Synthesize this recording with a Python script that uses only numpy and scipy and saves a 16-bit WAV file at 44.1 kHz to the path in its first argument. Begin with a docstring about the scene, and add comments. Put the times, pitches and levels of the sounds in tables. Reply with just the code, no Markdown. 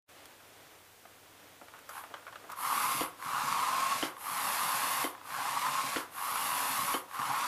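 """A model locomotive twitches twice, then runs forwards and backwards three times on a plywood board.
Its motor whines, its gears rattle the plastic shell, and its wheels roll and scrape along the rails
and thump the board. The controller clicks as it is handled, and its direction switch clacks between runs.
Behind it all is a quiet room with a faint hiss and hum."""
import sys
import numpy as np
from scipy import signal
from scipy.fft import rfft, irfft
from scipy.io import wavfile
from scipy.ndimage import map_coordinates

SR = 44100
rng = np.random.default_rng(int(sys.argv[2]) if len(sys.argv) > 2 else 0)


def wrap_up_sound(samples):
    """Save the sound to the file named by the first command line argument, as 16-bit audio."""
    columns = np.atleast_2d(samples).T
    # keep every value between -1 and 1, then stretch to whole-number steps
    tamed = np.clip(columns, -1, 1)
    steps = np.round(tamed * 32767).astype(np.int16)
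    wavfile.write(sys.argv[1], SR, steps)


N = 329427
TIME = np.arange(N) / SR
TOP_SPEED_HZ, GEAR_RATIO = 223.7, 19  # motor turns a second; motor turns for one wheel turn

# Each spell of power to the motor, two twitches and then six runs; the levels are relative:
# start_s, powered_s, spin_up_s, direction (0 forwards, 1 backwards), rattle_db, rolling_db, scraping_db
RUNS = [(1.871, 0.1, 0.23, 0, -34.5, -42, -42), (2.482, .025, 0.16, 0, -24.5, -37, -46),
        (2.558, 0.43, 0.12, 0, -31.5, -36.5, -36), (3.16, 0.86, .2, 1, -31, -36.5, -43),
        (4.162, 0.85, 0.21, 0, -33.5, -35.5, -36), (5.215, .74, .18, 1, -35, -37.5, -43),
        (6.105, 0.81, 0.18, 0, -34, -37, -36.5), (7.07, .5, 0.19, 1, -31.5, -38, -43)]
# The tones of the motor's whine: multiple_of_motor_speed, level_db
WHINE_TONES = [(4, -28), (5, 1.5), (6, -2), (10, -1)]
# How the plastic shell answers the gears: pitch_hz, gain_db
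SHELL_TONE = [(250, -46.5), (480, -28.5), (630, -34.5), (750, -15), (830, -7.5), (900, -11.5), (990, -4),
              (1085, -2.5), (1200, -3), (1350, -8), (1600, -14.5), (2150, -21.5), (3200, -26.5),
              (7000, -43.5)]
# The gears bind (louder) or run slack (quieter) for a moment: middle_s, half_length_s, change_db
GEAR_BINDS = [(2.984, 0.062, -7.5), (3.213, .05, -4), (3.833, 0.014, 4), (3.929, 0.0098, 6.5),
              (4.01, 0.068, -10), (5.394, 0.057, 4.5), (5.558, 0.021, 6), (5.65, 0.055, 3.5),
              (5.785, 0.017, 5), (5.911, 0.043, -6.5), (7.348, .012, 5)]
# Gear teeth catch and knock the shell: start_s, level_db
GEAR_KNOCKS = [(3.225, -30), (3.59, -25), (4.167, -34.5), (4.676, -30), (5.15, -35.5), (5.179, -40.5),
               (5.213, -36.5), (5.305, -31), (5.349, -25.5), (5.666, -20.5), (6.183, -29), (7.197, -30),
               (7.217, -23), (7.396, -26)]
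# The tone of wheels rolling on rails: pitch_hz, gain_db
ROLLING_TONE = [(40, -26), (130, -8), (270, 1), (390, -8.5), (500, 2.5), (1000, 5.5), (1750, 2.5),
                (2300, 4), (3000, 0.5), (4500, 0.5), (6500, -3.5), (9000, -3), (15000, -39)]
# The tone of metal sliding on metal: pitch_hz, gain_db
SCRAPING_TONE = [(300, -41), (2000, -14), (6500, -20), (8800, -10.5), (9700, -7.5), (10200, -2.5),
                 (10700, -3.5), (11400, -1.5), (12100, -5.5), (13000, -6.5), (14000, -11), (15000, -15)]
# The ringing of the metal wheels and rails: pitch_hz, width_hz, gain_db
METAL_RINGS = [(1690, 20, -25), (2113, 44, -1.5), (2820, 110, -2.5), (6940, 310, -10), (9700, 100, -10),
               (11100, 96, -10), (11650, 120, -31), (12900, 90, -10)]
# The wheels jolt over uneven track: start_s, relative_db
TRACK_BUMPS = [(2.762, -43), (2.85, -41), (2.947, -34.5), (3.259, -42), (3.332, -41), (3.436, -38),
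               (3.514, -38), (4.314, -43.5), (4.989, -43), (5.38, -43), (5.489, -50), (5.679, -43),
               (6.83, -36), (7.193, -36.5), (7.293, -38)]
# The board's notes under a bump (a fade time is how long a 60 dB drop takes): pitch_hz, level_db, fade_s
BOARD_NOTES = [(95, -26, .07), (123.5, -6.5, 0.11), (173, -7, 0.15), (210, -10.5, 0.037), (257, -2, 0.067),
               (313, -13, 0.021)]
# Flips of the direction switch: start_s, snap_db, thud_db
SWITCH_FLIPS = [(3.0087, -26.5, -26), (4.0267, -20.5, -25), (5.0421, -24.5, -26.5), (5.9608, -22, -26),
                (6.941, -25, -27)]
# The tone of the switch's snap: pitch_hz, gain_db
SNAP_TONE = [(200, -15), (500, -3), (760, -19), (1080, -2), (1350, 12.5), (1700, 0), (2050, 12),
             (2500, -10), (3050, 10.5), (3800, -9), (4800, -5), (7000, -14), (15000, -38)]
# The notes of the controller's case: pitch_hz, level_db, fade_s
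CASE_NOTES = [(172, -15, 0.11), (264, 2, 0.053), (324, 0.5, 0.081), (376, -7, 0.14), (486, -1, 0.068),
              (535, -5.5, 0.21), (727, 3, 0.025)]
# Plastic clicks of the speed knob: start_s, level_db, brightness (0 dull to 1 bright), fade_s, ring_hz
KNOB_CLICKS = [(.256, -36, 0.91, 0.011, 4000), (.402, -50, .1, .03, 1350),
               (1.6835, -38.5, .35, 0.019, 1980), (1.737, -38.5, .3, 0.16, 1300),
               (1.79, -40, 0.69, .022, 1300), (1.891, -31.5, 0.68, 0.071, 1100),
               (2.038, -34.5, .1, 0.018, 1200), (2.14, -28, .15, 0.037, 3040), (2.161, -45, .12, .25, 1300),
               (2.227, -42, .1, 0.028, 1200), (2.2671, -35, .1, 0.05, 1930), (2.279, -37, .1, 0.069, 654),
               (2.3256, -39.5, .33, .064, 2800), (2.3568, -33.5, 0.25, .031, 2500),
               (2.499, -32.5, 0.56, 0.051, 1200), (2.518, -34.5, 0.96, 0.035, 1200)]
# The knob's hollow tone: pitch_hz, gain_db
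KNOB_TONE = [(120, -42), (300, -26), (520, -4), (850, -4), (1230, 5.5), (1750, -2), (2500, -10),
             (3400, -17), (4600, -25), (15000, -55)]
# Fingers tap the controller: start_s, level_db, fade_s
FINGER_TAPS = [(1.053, -42, .033), (1.614, -38.5, 0.097), (2.103, -42.5, .19), (2.44, -42, 0.19)]
# The dull tone of a tap: pitch_hz, gain_db
TAP_TONE = [(100, -31), (300, -4), (480, -3), (600, 0), (720, 5), (950, -8), (1200, -3.5), (2500, -15),
            (4000, -34), (15000, -58)]
# The tone of the room noise: pitch_hz, gain_db
ROOM_TONE = [(30, -39), (70, -7.5), (130, -4), (230, -6.5), (295, 2), (360, -2.5), (480, 1.5), (900, -1),
             (1350, -2), (1580, -2.5), (1800, -4), (3500, -7.5), (4600, -13.5), (15000, -23)]
# The room noise swells and dips: time_s, change_db
ROOM_SWELL = [(.1, -1), (.24, 0.5), (.34, 0), (.6, -1.5), (1.0, -3.5), (1.35, -1), (1.6, -0.5)]
# How long the room's echo lasts: pitch_hz, fade_s
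ROOM_FADES = [(150, 0.32), (1000, 0.42), (4000, 0.16), (14000, 0.06)]


def motor_speed():
    """Speed from 0 (still) to 1 (top): the motor winds up under power, then coasts until friction wins."""
    speed = np.zeros(N)
    for start_s, powered_s, spin_up_s, *_ in RUNS:
        wound_up = 1 - np.exp(-np.clip(TIME - start_s, 0, powered_s) / spin_up_s)
        coasting = np.clip((TIME - start_s - powered_s) / .066, 0, 10)
        speed += wound_up * np.exp(-coasting ** 1.6)
    return speed


def gears(speed, backwards, rattle_db):
    """Loose gears rattle the shell once a motor turn; at speed a whine climbs into the shell's ring."""
    motor_hz = TOP_SPEED_HZ * speed
    angle = 2 * np.pi * np.cumsum(motor_hz * (1 + 0.02404 * drift(47.8))) / SR
    depth = 0.19 + 0.43 * (1 - speed)  # the pulses stand out most when slow
    pulsing = (1 + depth * np.cos(angle)) / np.sqrt(1 + depth ** 2 / 2)
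    rattle = pulsing * unit_level(colour(grains(per_s=2400, spread_db=2.3), SHELL_TONE))
    whine = np.zeros(N)
    for multiple, db in WHINE_TONES:
        tone_db = db + look_up(SHELL_TONE, multiple * motor_hz) + 2.4 * drift(60)
        whine += np.sqrt(2) * amp(tone_db) * np.sin(multiple * angle)
    whine_gain = amp(np.where(backwards, 3, -5.5) - 17 * (1 - speed))  # stronger backwards and when fast
    blend = (rattle + whine_gain * whine) / np.sqrt(1 + whine_gain ** 2)
    lurch = unit_level(amp((.6 + 0.75 * backwards) * drift(34)))  # the load on the gears is uneven
    bind_db = sum(db * np.exp(-((TIME - middle_s) / half_s) ** 2) for middle_s, half_s, db in GEAR_BINDS)
    out = amp(rattle_db + bind_db - 2.5) * grows(speed, knee=0.5, steepness=1.64) * lurch * blend
    for start_s, db in GEAR_KNOCKS:
        catch = crack(fade_s=.014, tail_db=-30, tail_s=.04)
        add(out, start_s, amp(db) * unit_peak(colour(catch, SHELL_TONE)))
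    return out


def wheels(speed, rolling_db, scraping_db):
    """Wheels crunch over the fine roughness of the rails, sliding contacts hiss, and the metal rings."""
    roll = unit_level(colour(grains(per_s=5000, spread_db=2), ROLLING_TONE))
    roll *= amp(rolling_db) * grows(speed, knee=0.97, steepness=1.57)
    scrape = unit_level(colour(grains(per_s=9000, spread_db=-0.5), SCRAPING_TONE))
    scrape *= amp(scraping_db - 0.5) * grows(speed, knee=0.91, steepness=1.08)
    crunch = amp(0.48 * drift(40)) * (roll + scrape)
    # each ring comes and goes as the point of contact moves
    rings = [amp(db + 3.5 * drift(6)) * resonate(crunch, hz, width_hz) for hz, width_hz, db in METAL_RINGS]
    return crunch + sum(rings)


def board_bumps(speed):
    """Slightly uneven wheels thump the board once a turn, and harder where the track is uneven."""
    out = np.zeros(N)
    for start_s, db in TRACK_BUMPS:
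        add(out, start_s, amp(db - 5) * ring(BOARD_NOTES, pitch_spread=0.073))
    wheel_turns = np.cumsum(speed) * TOP_SPEED_HZ / GEAR_RATIO / SR
    for sample in np.flatnonzero(np.diff(np.floor(wheel_turns))):
        strength = speed[sample] * amp(-50.5 + 3 * rng.standard_normal())
        add(out, sample / SR, strength * ring(BOARD_NOTES, pitch_spread=0.059))
    return out


def board_echo(sound, echo_db=-13):
    """Adds the reflection off the board; its delay wanders, shifting the tone as a moving train's does."""
    delay_s = 0.001085 + 0.000158 * drift(1.49)
    return sound + amp(echo_db) * map_coordinates(sound, [(TIME - delay_s) * SR], order=3)


def direction_switch():
    """The slider snaps over, hits its stop so that the case thuds, and rebounds with a short chatter."""
    out = np.zeros(N)
    for start_s, snap_db, thud_db in SWITCH_FLIPS:
        snap = crack(fade_s=.016, tail_db=-14, tail_s=.065)
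        chatter = crack(fade_s=.013, tail_db=-5, tail_s=.19)
        add(out, start_s, amp(snap_db) * unit_peak(colour(snap, SNAP_TONE)))
        add(out, start_s + .001, amp(thud_db) * ring(CASE_NOTES, pitch_spread=0.004))
        add(out, start_s + .008, amp(snap_db - 6) * unit_peak(colour(chatter, SNAP_TONE)))
    return out


def speed_knob():
    """Small plastic clicks: each mixes a hollow, ringing knock with a bright tick."""
    out = np.zeros(N)
    for start_s, db, brightness, fade_s, ring_hz in KNOB_CLICKS:
        contact = crack(fade_s, tail_db=-19, tail_s=.12)
        knock = colour(contact, KNOB_TONE) + amp(-5.5) * resonate(contact, ring_hz, width_hz=450)
        click = (1 - brightness) * knock + brightness ** 2 * amp(-14) * contact
        add(out, start_s, amp(db) * unit_peak(click))
    return out


def finger_taps():
    """Fingers knock dully on the controller."""
    out = np.zeros(N)
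    for start_s, db, fade_s in FINGER_TAPS:
        contact = crack(fade_s, tail_db=-20, tail_s=.14)
        add(out, start_s, amp(db) * unit_peak(colour(contact, TAP_TONE)))
    return out


def room_echo(sound, echo_db=-12.5):
    """Adds the room's short echo, whose high notes die first."""
    hz, t, spectrum = signal.stft(rng.standard_normal(SR // 2), SR, nperseg=256)
    fading = amp(-60 * t / look_up(ROOM_FADES, hz)[:, None])
    tail = signal.istft(spectrum * fading, SR, nperseg=256)[1]
    out = sound.copy()
    add(out, .004, amp(echo_db) * signal.fftconvolve(sound, tail / np.linalg.norm(tail))[:N])
    return out


def background(air_db=-57, hiss_db=-60.5, hum_db=-76, hum_hz=99.5):
    """Gently wavering room noise, a steady hiss and the faint hum of the power supply."""
    level_db = air_db + np.interp(TIME, *np.transpose(ROOM_SWELL)) + 0.95 * drift(4.1)
    air = amp(level_db) * unit_level(colour(rng.standard_normal(N), ROOM_TONE))
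    hiss = amp(hiss_db) * rng.standard_normal(N)
    hum = np.sqrt(2) * amp(hum_db) * np.sin(2 * np.pi * hum_hz * TIME)
    return air + hiss + hum


def grains(per_s, spread_db):
    """Random tiny impacts of uneven size."""
    hits = rng.random(N) < per_s / SR
    size = np.clip(rng.standard_normal(N), -2, 2)
    return unit_level(hits * amp(spread_db * size) * rng.choice([-1, 1], N))


def crack(fade_s, tail_db, tail_s):
    """A fading burst of tiny contacts over a weaker chatter that has its own fade time."""
    t = np.arange(SR // 4) / SR
    return rng.standard_normal(len(t)) * (amp(-60 * t / fade_s) + amp(tail_db - 60 * t / tail_s))


def ring(notes, pitch_spread):
    """One blow sets an object's notes ringing; each blow lands a little differently."""
    t = np.arange(SR // 4) / SR
    out = np.zeros(len(t))
    for k, (hz, db, fade_s) in enumerate(notes):
        level_luck, pitch_luck = rng.standard_normal(2)
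        wave = np.sin(2 * np.pi * hz * (1 + pitch_spread * pitch_luck) * t)
        out += (-1) ** k * amp(db + 2 * level_luck - 60 * t / fade_s) * wave
    return unit_peak(out)


def resonate(sound, hz, width_hz):
    """Keeps a narrow band around one pitch, so that it rings."""
    return signal.lfilter(*signal.iirpeak(hz, hz / width_hz, fs=SR), sound)


def colour(sound, tone, size=4096):
    """Filters a sound by a tone table; the filter rings after a click, never before."""
    log_gain = np.log(amp(look_up(tone, abs(np.fft.fftfreq(size, 1 / SR)))))
    response = np.fft.ifft(np.exp(np.conj(signal.hilbert(log_gain)))).real[:size // 2]
    return signal.oaconvolve(sound, response)[:len(sound)]


def drift(rate_hz):
    """A random wander of typical size 1, mostly slower than the given rate."""
    hz = np.fft.rfftfreq(N, 1 / SR)
    return unit_level(irfft(rfft(rng.standard_normal(N)) / (1 + (hz / rate_hz) ** 2), N))


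def grows(speed, knee, steepness):
    """A gain that rises with speed and levels off once the speed passes the knee."""
    rise = (speed / knee) ** steepness
    return rise / np.sqrt(1 + rise ** 2)


def look_up(table, hz):
    """Reads between a table's rows, with pitch spaced by octaves."""
    pitches, values = np.transpose(table)
    return np.interp(np.log(hz + 1), np.log(pitches + 1), values)


def amp(db):
    """Turns decibels into a gain."""
    return 10 ** (np.asarray(db) / 20)


def unit_level(sound):
    """Scales to an average (rms) level of 1."""
    return sound / np.sqrt(np.mean(sound ** 2) + 1e-20)


def unit_peak(sound):
    """Scales to a peak of 1."""
    return sound / (abs(sound).max() + 1e-20)


def add(mix, start_s, sound):
    """Mixes a sound in at the given time."""
    part = mix[round(start_s * SR):][:len(sound)]
    part += sound[:len(part)]


def scene():
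    """Locomotive, controller and room together, the same in both ears."""
    speed = motor_speed()
    runs = np.array(RUNS)
    current_run = np.maximum(np.searchsorted(runs[:, 0], TIME) - 1, 0)
    direction, rattle_db, rolling_db, scraping_db = runs[current_run, 3:].T
    locomotive = board_echo(gears(speed, direction > .5, rattle_db) + wheels(speed, rolling_db, scraping_db))
    mono = background()
    mono += room_echo(locomotive + direction_switch() + speed_knob() + finger_taps() + board_bumps(speed))
    return np.array([mono, mono])


def record(dry, open_s=.092, top_hz=15100):
    """Fades the sound in quickly just after the start and cuts the very highest treble."""
    opened = dry * amp(np.interp(TIME, [open_s - .03, open_s], [-50, 0]))
    low_pass = signal.firwin(801, top_hz, window=("kaiser", 9), fs=SR)
    return signal.oaconvolve(opened, low_pass[None], "same")


dry = scene()
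out = record(dry)
wrap_up_sound(out)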